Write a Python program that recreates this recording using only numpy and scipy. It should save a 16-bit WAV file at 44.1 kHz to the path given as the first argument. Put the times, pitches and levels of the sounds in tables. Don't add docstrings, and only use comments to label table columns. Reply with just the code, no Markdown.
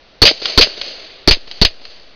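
import sys
import numpy as np
from scipy import signal
from scipy.fft import rfft, irfft, next_fast_len
from scipy.io import wavfile
from scipy.ndimage import uniform_filter1d

SR = 44100
rng = np.random.default_rng(int(sys.argv[2]) if len(sys.argv) > 2 else 0)


def master(y):
    cut = np.clip(np.atleast_2d(y).T, -1, 1)
    pcm = np.round(cut * 32767)
    wavfile.write(sys.argv[1], SR, pcm.astype(np.int16))


N = 94815
T = np.arange(N) / SR

# start_s, blast_db, backstop_db, backstop_hold_s, return_wave_db, ring_db, knocks_db, clap_and_tail_db
SHOTS = [(0.2184, 11, 0, 0.025, -14, -7, 1, 4), (0.5762, 9, -0.5, 0.013, -8.5, -5, -4.5, -1),
         (1.2754, 5, -8.5, 0.016, 3, -13.5, -11.5, -10.5), (1.6149, 1.5, -17, 0.015, -5, -20, -20.5, -15)]

# pitch_hz, level_db
BLAST_COLOUR = [(60, -9), (180, -19.5), (350, -9), (600, -17), (1500, -22), (2600, -18.5), (3700, -16),
                (4500, -2), (4950, -15), (5500, -24.5), (6300, -25.5), (7200, -73)]
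BACKSTOP_COLOUR = [(60, -8), (300, -13.5), (480, -14), (620, 5.5), (820, -15), (1500, -8.5), (2800, 4),
                   (3600, 2.5), (4600, 7.5), (5050, 6), (5500, -39), (6200, -4), (7200, -43)]
KNOCK_PUFF_COLOUR = [(60, -22), (200, -5), (420, 0), (650, 0), (900, -7), (2000, -28)]
CLAP_COLOUR = [(200, -22), (900, -14), (1600, -7), (2100, -8), (3000, -2), (4500, 0), (5050, -4),
               (5500, -17), (6200, -16), (7200, -45)]
TREES_COLOUR = [(60, -20.5), (180, -21.5), (370, -5.5), (660, -2.5), (850, -15.5), (1500, -16), (2900, -3),
                (3700, -6.5), (4500, 5.5), (5050, -3.5), (5500, -21.5), (6200, -10.5), (7200, -25.5)]
LINGER_COLOUR = [(100, -27), (200, -12), (370, -2), (660, -1.5), (850, -13.5), (1500, -7.5), (2900, -4),
                 (4500, -3), (5500, -32.5), (7000, -45)]
AIR_COLOUR = [(30, 6.5), (100, -7), (330, -6), (600, -1), (900, -10), (2200, -10), (4500, -8.5),
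              (5500, -20), (6300, -23), (7200, -59)]

# delay_s, width_s (standard deviation), height (1 = full scale, ahead of the overload)
BLAST_PRESSURE = [(.004, .0007, -6), (.002, .001, -.9), (.0055, .0006, 1.2), (.0072, .0007, -1.5),
                  (.018, .006, .3), (.029, .005, .13)]
# delay_s, width_s (standard deviation), height (ahead of each shot's return_wave_db)
RETURN_PRESSURE = [(.004, .0016, -1.4), (.018, .008, .27), (.038, .015, .11)]
# delay_s (to the peak), width_s (standard deviation), pitch_hz (at the peak), tone_db, puff_db, crackle_db
KNOCKS = [(.0955, .003, 430, -17, -24, -25), (.2035, .003, 330, -35, -27, -24)]

AIR_DB = -47.5
BLAST_RISE_S, BLAST_HOLD_S, BLAST_FALL_DB_PER_S = 0.00023, 0.009, 1090
RING_DELAY_S, RING_WIDTH_S = 0.0225, 0.0045
RING_HZ, RING_RISE_OCTAVES_PER_S = 442.3, 27.45
BACKSTOP_DELAY_S, BACKSTOP_RISE_S, BACKSTOP_FALL_DB_PER_S = 0.0342, 0.0006, 650
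BACKSTOP_FLUTTER_DB = 2.5
SLAP_DB, SLAP_HOLD_S, SLAP_FALL_DB_PER_S = 7, 0.0032, 3045
LEDGE_DB, LEDGE_DELAY_S, LEDGE_WIDTH_S = 2, 0.0545, 0.002
FIELD_DB, FIELD_DELAY_S, FIELD_RISE_S, FIELD_FALL_DB_PER_S = -27.5, 0.074, 0.0006, 109
TREES_DELAY_S, TREES_RISE_S, TREES_HOLD_S = 0.17, 0.076, 0.05
TREES_DB, TREES_FALL_DB_PER_S = -27, 63
LINGER_DB, LINGER_FALL_DB_PER_S = -38, 20.5
TAIL_FLUTTER_DB = 1.4
KNOCK_FALL_OCTAVES_PER_S = 146.5
CLAP_DB, CLAP_DELAY_S, CLAP_RISE_S, CLAP_FALL_DB_PER_S = -10, 0.2371, 0.0012, 2300
OVERLOAD = 0.88
OFFSET_BLOCK_HZ, BAND_HZ, STOPBAND_HZ = 0.45, 6550, 16500
MAKEUP_DB, CLIP_HARDNESS = -0.08, 14


def from_db(db):
    return 10 ** (np.asarray(db) / 20)


def noise(colour):
    hz, db = np.transpose(colour)
    size = next_fast_len(N, True)
    f = np.maximum(np.arange(size // 2 + 1) * SR / size, 1)
    gain = from_db(np.interp(np.log(f), np.log(hz), db, right=-120))
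    x = irfft(rfft(rng.standard_normal(size)) * gain, size)[:N]
    return x / x.std()


def flutter(depth_db, size=300):
    x = uniform_filter1d(uniform_filter1d(rng.standard_normal(N), size), size)
    return from_db(depth_db * x / x.std())


def envelope(delay, rise, hold, fall_db_per_s):
    t = T - delay
    fall_db = -fall_db_per_s * np.maximum(t - rise - hold, 0)
    return np.clip(t / rise, 0, 1) * from_db(fall_db)


def lobe(delay, width):
    return np.exp(-0.5 * np.minimum(((T - delay) / width) ** 2, 80))


def chirp(delay, width, hz, octaves_per_s):
    pitch = hz * 2 ** np.clip(octaves_per_s * (T - delay), -2, 2)
    return lobe(delay, width) * np.sin(2 * np.pi * np.cumsum(pitch) / SR)


def delayed(x, s):
    return np.concatenate([np.zeros(int(s * SR)), x])[:N]


def open_air():
    return from_db(AIR_DB) * noise(AIR_COLOUR)


def muzzle_blast(db):
    wave = sum(height * lobe(delay, width) for delay, width, height in BLAST_PRESSURE)
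    shape = envelope(0, BLAST_RISE_S, BLAST_HOLD_S, BLAST_FALL_DB_PER_S)
    return wave + from_db(db) * noise(BLAST_COLOUR) * shape


def nearby_ring(db):
    return from_db(db) * chirp(RING_DELAY_S, RING_WIDTH_S, RING_HZ, RING_RISE_OCTAVES_PER_S)


def backstop(ragged, db, hold, wave_db):
    grain = ragged * noise(BACKSTOP_COLOUR)
    slap = from_db(SLAP_DB) * envelope(BACKSTOP_DELAY_S, BACKSTOP_RISE_S, SLAP_HOLD_S, SLAP_FALL_DB_PER_S)
    earth = envelope(BACKSTOP_DELAY_S, BACKSTOP_RISE_S, hold, BACKSTOP_FALL_DB_PER_S)
    ledge = from_db(LEDGE_DB) * lobe(LEDGE_DELAY_S, LEDGE_WIDTH_S)
    scatter = from_db(db) * np.hypot(earth, ledge)
    wave = sum(height * lobe(BACKSTOP_DELAY_S + delay, width) for delay, width, height in RETURN_PRESSURE)
    return grain * np.hypot(slap, scatter) + from_db(wave_db) * wave


def field_and_trees(db):
    field = from_db(FIELD_DB) * envelope(FIELD_DELAY_S, FIELD_RISE_S, 0, FIELD_FALL_DB_PER_S)
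    roll = from_db(TREES_DB) * envelope(TREES_DELAY_S, TREES_RISE_S, TREES_HOLD_S, TREES_FALL_DB_PER_S)
    linger = from_db(LINGER_DB) * envelope(TREES_DELAY_S, TREES_RISE_S, TREES_HOLD_S, LINGER_FALL_DB_PER_S)
    bright = noise(TREES_COLOUR) * np.hypot(field, roll)
    dull = noise(LINGER_COLOUR) * linger
    return from_db(db) * flutter(TAIL_FLUTTER_DB) * (bright + dull)


def far_knocks(db):
    puff, crackle = noise(KNOCK_PUFF_COLOUR), noise(CLAP_COLOUR)
    knocks = np.zeros(N)
    for delay, width, hz, tone_db, puff_db, crackle_db in KNOCKS:
        grain = from_db(puff_db) * puff + from_db(crackle_db) * crackle
        tone = from_db(tone_db) * chirp(delay, width, hz, -KNOCK_FALL_OCTAVES_PER_S)
        knocks += lobe(delay, width) * grain + tone
    return from_db(db) * knocks


def far_clap(db):
    shape = envelope(CLAP_DELAY_S, CLAP_RISE_S, 0, CLAP_FALL_DB_PER_S)
    return from_db(db + CLAP_DB) * noise(CLAP_COLOUR) * shape


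def scene():
    out = open_air()
    ragged = flutter(BACKSTOP_FLUTTER_DB, size=100)
    for start, blast_db, backstop_db, hold, wave_db, ring_db, knocks_db, far_db in SHOTS:
        near = muzzle_blast(blast_db) + nearby_ring(ring_db)
        near = near + backstop(ragged, backstop_db, hold, wave_db)
        far = field_and_trees(far_db) + far_knocks(knocks_db) + far_clap(far_db)
        out = out + delayed(near + far, start)
    return out[None]


def record(dry):
    x = OVERLOAD * np.tanh(dry / OVERLOAD)
    offset_block = signal.butter(1, OFFSET_BLOCK_HZ, "high", fs=SR, output="sos")
    x = signal.sosfilt(offset_block, x)
    band = signal.butter(12, BAND_HZ, fs=SR, output="sos")
    x = signal.sosfiltfilt(band, x) * from_db(MAKEUP_DB)
    x = x / (1 + np.abs(x) ** CLIP_HARDNESS) ** (1 / CLIP_HARDNESS)
    top_cut = signal.cheby2(16, 50, STOPBAND_HZ, fs=SR, output="sos")
    return signal.sosfiltfilt(top_cut, x)


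dry = scene()
out = record(dry)
master(out)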